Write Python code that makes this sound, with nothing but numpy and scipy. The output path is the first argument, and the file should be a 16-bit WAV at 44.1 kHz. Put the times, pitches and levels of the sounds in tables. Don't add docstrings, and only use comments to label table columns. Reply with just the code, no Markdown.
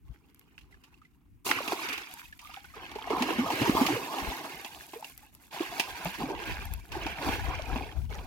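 import sys
import numpy as np
from scipy import signal
from scipy.fft import rfft, irfft, next_fast_len
from scipy.io import wavfile
from scipy.ndimage import map_coordinates

SR = 44100
rng = np.random.default_rng(int(sys.argv[2]) if len(sys.argv) > 2 else 0)


def inscribe(sig):
    pcm = np.round(np.clip(np.atleast_2d(sig).T, -1, 1) * 32767)
    wavfile.write(sys.argv[1], SR, pcm.astype(np.int16))


N = 364266


def from_db(db):
    return 10 ** (np.asarray(db) / 20)


def unit_rms(x):
    return x / np.sqrt(np.mean(x ** 2) + 1e-20)


def automation(rows):
    times, *columns = np.transpose(rows)
    return [np.interp(np.arange(N) / SR, times, column) for column in columns]


def db_at(curve, hz):
    curve_hz, curve_db = np.transpose(curve)
    return np.interp(np.log(hz + 1e-9), np.log(curve_hz), curve_db)


def drift(per_s):
    return np.interp(np.arange(N) / SR * per_s, np.arange(4096), rng.standard_normal(4096))


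def equalise(x, curve, amount=1):
    size = 2 * next_fast_len(N // 2 + SR // 10)
    gain = from_db(amount * db_at(curve, np.fft.rfftfreq(size, 1 / SR)))
    cepstrum = irfft(np.log(gain))
    cepstrum[1:size // 2] *= 2
    cepstrum[size // 2 + 1:] = 0
    return irfft(rfft(x, size) * np.exp(rfft(cepstrum)))[..., :N]


def place(out, start_s, sound):
    at = max(round(start_s * SR), 0)
    out[:, at:at + sound.shape[1]] += sound[:, :max(N - at, 0)]


# freq_hz, gain_db
AIR_EQ = [(40, -25), (120, 5), (290, 7), (550, -27), (1100, -23), (2700, -20.5), (4200, -38),
          (15000, -26.5)]

def open_air(level_db=-66.5):
    noise = rng.standard_normal((3, N))
    return from_db(level_db) * unit_rms(equalise(noise[1:] + noise[0], AIR_EQ))


# freq_hz, gain_db
WIND_EQ = [(18, -39), (35, -4), (60, 3), (100, -5.5), (160, -16.5), (300, -30.5), (700, -55.5)]
# time_s, level_db, left_minus_right_db
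BREEZE_RIDE = [(0, -57.5, -1), (2.2, -66.5, 5), (3.2, -59, 28), (3.7, -51, -14), (4.1, -65, 11),
               (5.8, -64, -6), (6.65, -38.5, 5), (6.9, -44, -0.5), (7.7, -35.5, 10.5), (8.26, -38, 5.5)]

def breeze(gust_db=6.0, shared=0.58):
    level_db, pan_db = automation(BREEZE_RIDE)
    noise = rng.standard_normal((3, N))
    rumble = equalise(noise[1:] + shared * noise[0], WIND_EQ)
    eddies = unit_rms(rumble * from_db(gust_db * drift(14)))
    return eddies * from_db(level_db + pan_db * np.array([[.5], [-.5]]))


# start_s, attack_s, hold_s, release_db_per_s, level_db, big_bubble_offset_db, spray_offset_db
STROKES = [(0.038, 0.022, 0.9, 79, -67.5, -2.5, -8.5), (1.445, 0.019, 0.014, 369, -35.5, -9, 5),
           (1.489, 0.015, 0.072, 102, -34, -9.5, -12.5), (1.586, 0.072, 0.096, 60, -35, -10.5, -7.5),
           (1.785, 0.059, 0.045, 70, -34, -13, -28), (2.087, 0.075, 0.088, 353, -51, -20.5, -1.5),
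           (2.4, 0.017, 0.18, 75.5, -50, -32, -8), (2.73, 0.037, 0.44, 60, -45.5, -8.5, -15),
           (3.033, 0.15, 0.23, 28, -35.5, -0.5, -12.5), (3.44, 0.11, 0.22, 90, -32, -1.5, -8.5),
           (3.763, 0.055, 0.12, 72, -33, -1, -9), (3.97, 0.2, 0.16, 29, -37, -4.5, -8.5),
           (4.602, 0.024, 0.43, 130, -57.5, -8, 5), (5.17, 0.024, 0.3, 38, -65, -5.5, 0),
           (5.505, 0.03, 0.64, 101, -39, -12.5, -9), (6.17, 0.035, 0.12, 99, -43.5, 5.5, -24.5),
           (6.336, 0.12, 0.036, 53.5, -38, -7, -11.5), (6.7, 0.26, .03, 80, -58, 2, -11),
           (6.905, 0.024, 0.14, 57, -38, -7, -15.5), (7.134, 0.15, 0.05, 94, -35, -4.5, -11.5),
           (7.393, 0.11, 0.022, 60, -36, -6.5, -19.5), (7.65, 0.046, 0.11, 68, -41, 1, -12.5),
           (8.088, 0.019, 0.026, 30, -46, 1, -10.5)]

def stroke_envelopes(lapping_db=(-79, -80, -87)):
    t = np.arange(0, N, 32) / SR
    power = from_db(lapping_db)[:, None] ** 2
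    release_scale = np.array([[1.29], [1], [0.66]])
    for start_s, attack_s, hold_s, release_db_per_s, level_db, big_db, spray_db in STROKES:
        swell = np.clip((t - start_s) / attack_s, 0, 1)
        held_db = level_db + np.array([[big_db], [0], [spray_db]])
        fall_db = release_db_per_s * np.maximum(t - start_s - attack_s - hold_s, 0) * release_scale
        power = power + (swell * from_db(held_db - fall_db)) ** 2
    return [np.interp(np.arange(N) / SR, t, 10 * np.log10(layer)) for layer in power]


# freq_hz, gain_db
WATER_EQ = [(190, -22.5), (270, 0), (400, 2.5), (570, -8), (680, -7), (950, -6.5), (1280, -11),
            (1580, -6.5), (1900, -8.5), (2700, -9), (3700, -17.5), (4600, -17), (8600, -31), (15500, -24)]

def bubble_cloud(low_hz, high_hz, per_s, cycles, spread_db, scatter_s, sizes, wander=.04):
    out = np.zeros((2, N))
    for hz in np.geomspace(low_hz, high_hz, sizes):
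        births = np.flatnonzero(rng.random(N) < per_s / sizes / SR)
        loudness, polarity, side = rng.random((len(births), 3)).T
        strength = from_db(spread_db * np.minimum(-np.log(loudness), 3)) * np.sign(polarity - .5)
        lag = np.round((2 * side - 1) * scatter_s * SR).astype(int)
        clicks = np.zeros((2, N))
        clicks[:, ::16] = 1e-12
        clicks[0, births] += strength
        clicks[1, np.clip(births + lag, 0, N - 1)] += strength
        radius = from_db(-60 * hz / (cycles * SR))
        resonator = [1, 0, -1, 1, -2 * radius * np.cos(2 * np.pi * hz / SR), radius ** 2]
        ringing = signal.sosfilt([resonator, resonator], clicks)
        out += unit_rms(ringing) * from_db(db_at(WATER_EQ, hz)) * np.sqrt(hz)
    playhead = np.cumsum(1 + wander * drift(25))
    return unit_rms(np.array([map_coordinates(port, [playhead], order=3, mode="mirror") for port in out]))


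def churn(surge_db=2.15, sway_db=2.5, calm_db=-42, trickle_db=3, trickle_per_s=70):
    big_db, small_db, spray_db = stroke_envelopes()
    glug = bubble_cloud(210.5, 527, per_s=450, cycles=11.8, spread_db=2.5, scatter_s=.00016, sizes=9)
    babble = bubble_cloud(634.4, 1330, per_s=900, cycles=21.6, spread_db=5, scatter_s=.00013, sizes=12)
    patter = bubble_cloud(1385, 3180, per_s=6000, cycles=39.5, spread_db=.5, scatter_s=.0001, sizes=20)
    plinks = bubble_cloud(735, 3104, per_s=60, cycles=63, spread_db=1.5, scatter_s=.0001, sizes=17)
    fizz = bubble_cloud(3302, 6913, per_s=5000, cycles=89, spread_db=4.5, scatter_s=.00015, sizes=20)
    spray = bubble_cloud(6420, 14700, per_s=9000, cycles=4.4, spread_db=1.7, scatter_s=.00046, sizes=11)
    ticks = bubble_cloud(1176, 5200, per_s=70, cycles=4.6, spread_db=2.5, scatter_s=.0001, sizes=6)
    finer_db = sway_db * drift(18)
    water = glug * from_db(big_db)
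    water += babble * from_db(0.54 * small_db + 0.46 * big_db - finer_db - 4)
    water += patter * from_db(small_db + finer_db - 7)
    water += (plinks + ticks) * from_db(np.minimum(small_db, -44) - 7.5)
    water += fizz * from_db((small_db + spray_db) / 2 - 7)
    breakup_db = trickle_db * np.clip((calm_db - small_db) / 22, 0, 1)
    water += spray * from_db(spray_db - 4.5 + breakup_db * (drift(trickle_per_s) + 1))
    return water * from_db(surge_db * drift(40) + breakup_db * (drift(trickle_per_s) - 1.5))


def cavities(gain_db=-14):
    wallow = bubble_cloud(110, 185, per_s=83, cycles=5.6, spread_db=7.5, scatter_s=.0002, sizes=4)
    big_db, _, _ = stroke_envelopes()
    return wallow * from_db(big_db + gain_db)


# peak_s, level_db
BUFFETS = [(0.105, -30), (4.23, -33), (4.285, -25), (6.719, -25), (7.492, -21.5), (7.628, -28),
           (7.726, -20), (7.982, -18), (8.184, -27.5)]

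def buffets(thump_hz=52, swell_s=0.0132, right_db=-14, gain_db=-2, flutter_db=-12):
    out, t = np.zeros((2, N)), np.arange(SR // 8) / SR
    flutter_band = signal.butter(2, [75, 150], "band", fs=SR, output="sos")
    envelope = (t / swell_s) ** 2 * np.exp(2 - 2 * t / swell_s)
    for peak_s, level_db in BUFFETS:
        flutter = unit_rms(signal.sosfilt(flutter_band, rng.standard_normal((2, len(t)))))
        thump = np.sin(2 * np.pi * thump_hz * t * rng.uniform(1.0, 1.14))
        push = (thump + from_db(flutter_db) * flutter) * envelope
        place(out, peak_s - swell_s, from_db(level_db + gain_db) * push * from_db([[0], [right_db]]))
    return out


# freq_hz, gain_db
DROP_EQ = [(1000, -20.5), (5000, -22.5), (9000, -19), (13000, -7), (16000, -28)]

def stray_drops(max_per_s=45, spread_db=5, gain_db=-1, follow=0.71, dry_db=-80, decay_s=.0006):
    out, t = np.zeros((2, N)), np.arange(SR // 100) / SR
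    _, _, spray_db = stroke_envelopes()
    wetness = np.clip((spray_db - dry_db) / 20, 0, 1)
    landings = np.flatnonzero(rng.random(N) < max_per_s / SR * wetness)
    level_db = gain_db + follow * spray_db + spread_db * np.minimum(rng.exponential(1, N), 2)
    out[:, landings] = from_db(level_db[landings]) * rng.choice([-1, 1], (N, 2))[landings].T
    tick = np.exp(-t / decay_s) * rng.standard_normal((2, len(t)))
    return equalise(signal.oaconvolve(out, tick, axes=1)[:, :N], DROP_EQ, amount=0.64)


# start_s, level_db
CLOSE_DROPS = [(0.3454, -34.5), (0.3942, -33), (2.139, -20.5), (5.1773, -22.5), (5.35, -28.5),
               (6.048, -18.5), (6.654, -22.5), (6.737, -17)]

def close_drops(decay_s=0.0019, gain_db=3):
    out, t = np.zeros((2, N)), np.arange(SR // 50) / SR
    for start_s, level_db in CLOSE_DROPS:
        tick = np.exp(-t / decay_s) * rng.standard_normal((2, len(t)))
        place(out, start_s, from_db(level_db + gain_db) * tick)
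    return equalise(out, DROP_EQ)


# start_s, pitch_hz, level_db, swell_s
BUBBLES = [(0.579, 2700, -40.5, 0.0007), (0.581, 1730, -42, 0.00099), (0.724, 2010, -53, 0.0033),
           (0.74, 1730, -52, 0.0037), (0.837, 2530, -53.5, 0.0025), (0.941, 2700, -54, 0.0025),
           (1.016, 1250, -52.5, 0.0038), (1.049, 2020, -55, 0.0045), (1.513, 1430, -21.5, 0.0023),
           (1.513, 1920, -12.5, 0.0011), (1.586, 1140, -27, 0.0025), (1.604, 560, -28.5, 0.0026),
           (1.721, 730, -19.5, 0.0012), (1.728, 355, -25.5, 0.0041), (2.325, 1730, -39, 0.0032),
           (2.451, 1197, -45.5, 0.0062), (2.493, 770, -46.5, 0.0041), (2.515, 950, -49, 0.0051),
           (2.539, 1290, -38.5, 0.0021), (2.569, 780, -38.5, 0.0054), (2.646, 1480, -44, 0.0037),
           (2.737, 1234, -45, 0.0047), (2.76, 435, -47, 0.012), (2.957, 422, -32.5, 0.0048),
           (2.985, 900, -32.5, 0.0035), (3.073, 730, -29.5, 0.0027), (3.103, 430, -23.5, 0.0062),
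           (3.131, 333, -24.5, 0.0039), (3.202, 240, -24.5, 0.013), (3.298, 293, -28, 0.0062),
           (3.381, 237.5, -20, 0.017), (3.613, 128, -25, 0.0097), (3.615, 274, -17, 0.0038),
           (3.657, 934, -24, 0.006), (3.673, 326, -21.5, 0.0068), (3.694, 268, -12.5, 0.0027),
           (3.75, 335, -18, 0.0017), (3.811, 257.6, -15.5, 0.0075), (3.885, 770, -24, 0.0042),
           (3.896, 285, -27, 0.015), (3.964, 485, -26.5, 0.0053), (4.934, 350, -39.5, 0.0028),
           (4.956, 448, -38, 0.0093), (4.985, 630, -53, 0.019), (5.025, 866, -34, 0.0029),
           (5.044, 2770, -36.5, 0.0016), (5.227, 840, -53, 0.0095), (5.604, 336, -22, 0.0049),
           (6.048, 165, -32.5, 0.016), (6.2, 243, -33.5, 0.011), (6.235, 257, -27.5, 0.0035),
           (6.309, 377, -32, 0.0069), (6.95, 850, -29, 0.0041), (6.963, 349, -32, 0.0064),
           (7.056, 312, -30.5, 0.0051), (7.287, 263, -25.5, 0.0047), (7.593, 630, -30, 0.004),
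           (7.757, 242, -28.5, 0.007)]

def single_bubbles(gain_db=0.5, sag=.12, rise_per_s=6.3, splash_db=-13, splash_s=0.021, ring_db=-19):
    out, t = np.zeros((2, N)), np.arange(SR // 5) / SR
    for start_s, pitch_hz, level_db, swell_s in BUBBLES:
        age = t / swell_s
        glide_hz = pitch_hz * (1 + sag * (np.exp(-age) - np.exp(-1)) + rise_per_s * (t - swell_s))
        tone = np.sin(2 * np.pi * np.cumsum(glide_hz) / SR)
        band = signal.butter(1, [0.8 * pitch_hz, 1.8 * pitch_hz], "band", fs=SR, output="sos")
        crackle = unit_rms(signal.sosfilt(band, rng.standard_normal((2, len(t))) ** 3))
        splash = from_db(splash_db) * crackle * np.exp(-t / min(splash_s, 4 * swell_s))
        swell = age ** 2 * np.exp(2 - 2 * age)
        ring_out = from_db(ring_db) * np.tanh(age / 2) * np.exp(-age / 3.3)
        place(out, start_s, from_db(level_db + gain_db) * ((swell + ring_out) * tone + splash))
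    return out


# freq_hz, gain_db
SLAP_EQ = [(60, -38.5), (280, 0), (550, -4), (850, 1), (1400, -12.5), (2700, -0.5), (3700, -11),
           (4800, -10), (8000, -19), (15000, -22)]
# start_s, level_db, crack_offset_db
SLAPS = [(0.586, -64, 14), (0.61, -59, 6.5), (0.838, -60, 13), (1.464, -21.5, -8.5), (1.488, -18.5, -9),
         (1.512, -18, -22), (1.677, -23, -3), (1.887, -29, 2.5), (1.928, -40.5, 12.5), (1.977, -33.5, 4),
         (2.391, -53, 13), (2.642, -44.5, -2), (2.914, -33.5, -6.5), (2.956, -28.5, -13), (3.103, -18, -18),
         (3.222, -22, 0.5), (3.502, -19, -11), (3.616, -19.5, -18), (3.864, -25, 6), (4.646, -32, 1.5),
         (4.934, -29.5, -27), (5.044, -37.5, 1), (5.796, -17.5, 1.5), (6.055, -18.5, -19),
         (6.919, -37.5, 5), (7.064, -19.5, -12), (7.286, -20.5, -11.5), (7.758, -21.5, -22)]

def slaps(decay_s=0.0083, tail_db=-15, tail_s=0.037, split_hz=1700, body_db=-5, crack_db=9):
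    out, t = np.zeros((2, N)), np.arange(SR // 10) / SR
    attack = 1 - np.exp(-t / .0004)
    envelope = attack * (np.exp(-t / decay_s) + from_db(tail_db) * np.exp(-t / tail_s))
    crest = envelope.max() / np.std(envelope)
    low, high = (signal.butter(2, split_hz, kind, fs=SR, output="sos") for kind in ("low", "high"))
    for start_s, level_db, crack_offset_db in SLAPS:
        burst = rng.standard_normal((3, len(t))) * envelope
        body = unit_rms(signal.sosfilt(low, burst[0])) * from_db(body_db)
        crack = unit_rms(signal.sosfilt(high, burst[1:])) * from_db(crack_db + crack_offset_db)
        place(out, start_s, from_db(level_db) / crest * (body + crack))
    return equalise(out, SLAP_EQ)


# time_s, left_delay_s, right_delay_s
BOUNCE_DELAYS = [(0, 0.00093, 0.00055), (3.5, 0.0011, 0.00096), (7.5, 0.00128, 0.001157)]

def surface_bounce(x, left_gain=0.58, right_gain=0.31, dull_hz=3300, ripple_s=.00005):
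    n, jitter_s = np.arange(N), ripple_s * drift(10)
    dull = signal.sosfilt(signal.butter(1, dull_hz, fs=SR, output="sos"), x)
    echo = [np.interp(n - (delay_s + jitter_s) * SR, n, port)
            for delay_s, port in zip(automation(BOUNCE_DELAYS), dull)]
    return x + np.array([[left_gain], [right_gain]]) * echo


def port_duct(x, resonance_hz=2000, width_hz=420, lag_s=.00012):
    radius, n = np.exp(-np.pi * width_hz / SR), np.arange(N)
    poles = np.array([1, -2 * radius * np.cos(2 * np.pi * resonance_hz / SR), radius ** 2])
    delayed = np.interp(n - round(lag_s * SR), n, x)
    return signal.lfilter(poles[::-1], poles, delayed)


# freq_hz, leftward_tilt_db
SHADE_EQ = [(150, 0.5), (430, -2.5), (750, 1.6), (1200, -4.5), (1700, -2), (2700, -6.5), (4200, -2),
            (7000, -2.5), (8200, 2.5), (15000, -1)]

def body_shade(left, right):
    return np.array([equalise(left, SHADE_EQ, amount=0.37), equalise(right, SHADE_EQ, amount=-0.75)])


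def scene():
    splashing = surface_bounce(churn() + cavities() + slaps())
    left, right = splashing + single_bubbles() + close_drops() + stray_drops()
    water = body_shade(left, port_duct(right))
    return water + breeze() + buffets() + open_air()


def record(dry, cutoff_hz=16100):
    return signal.sosfilt(signal.ellip(10, .2, 80, cutoff_hz, fs=SR, output="sos"), dry)


dry = scene()
out = record(dry)
inscribe(out)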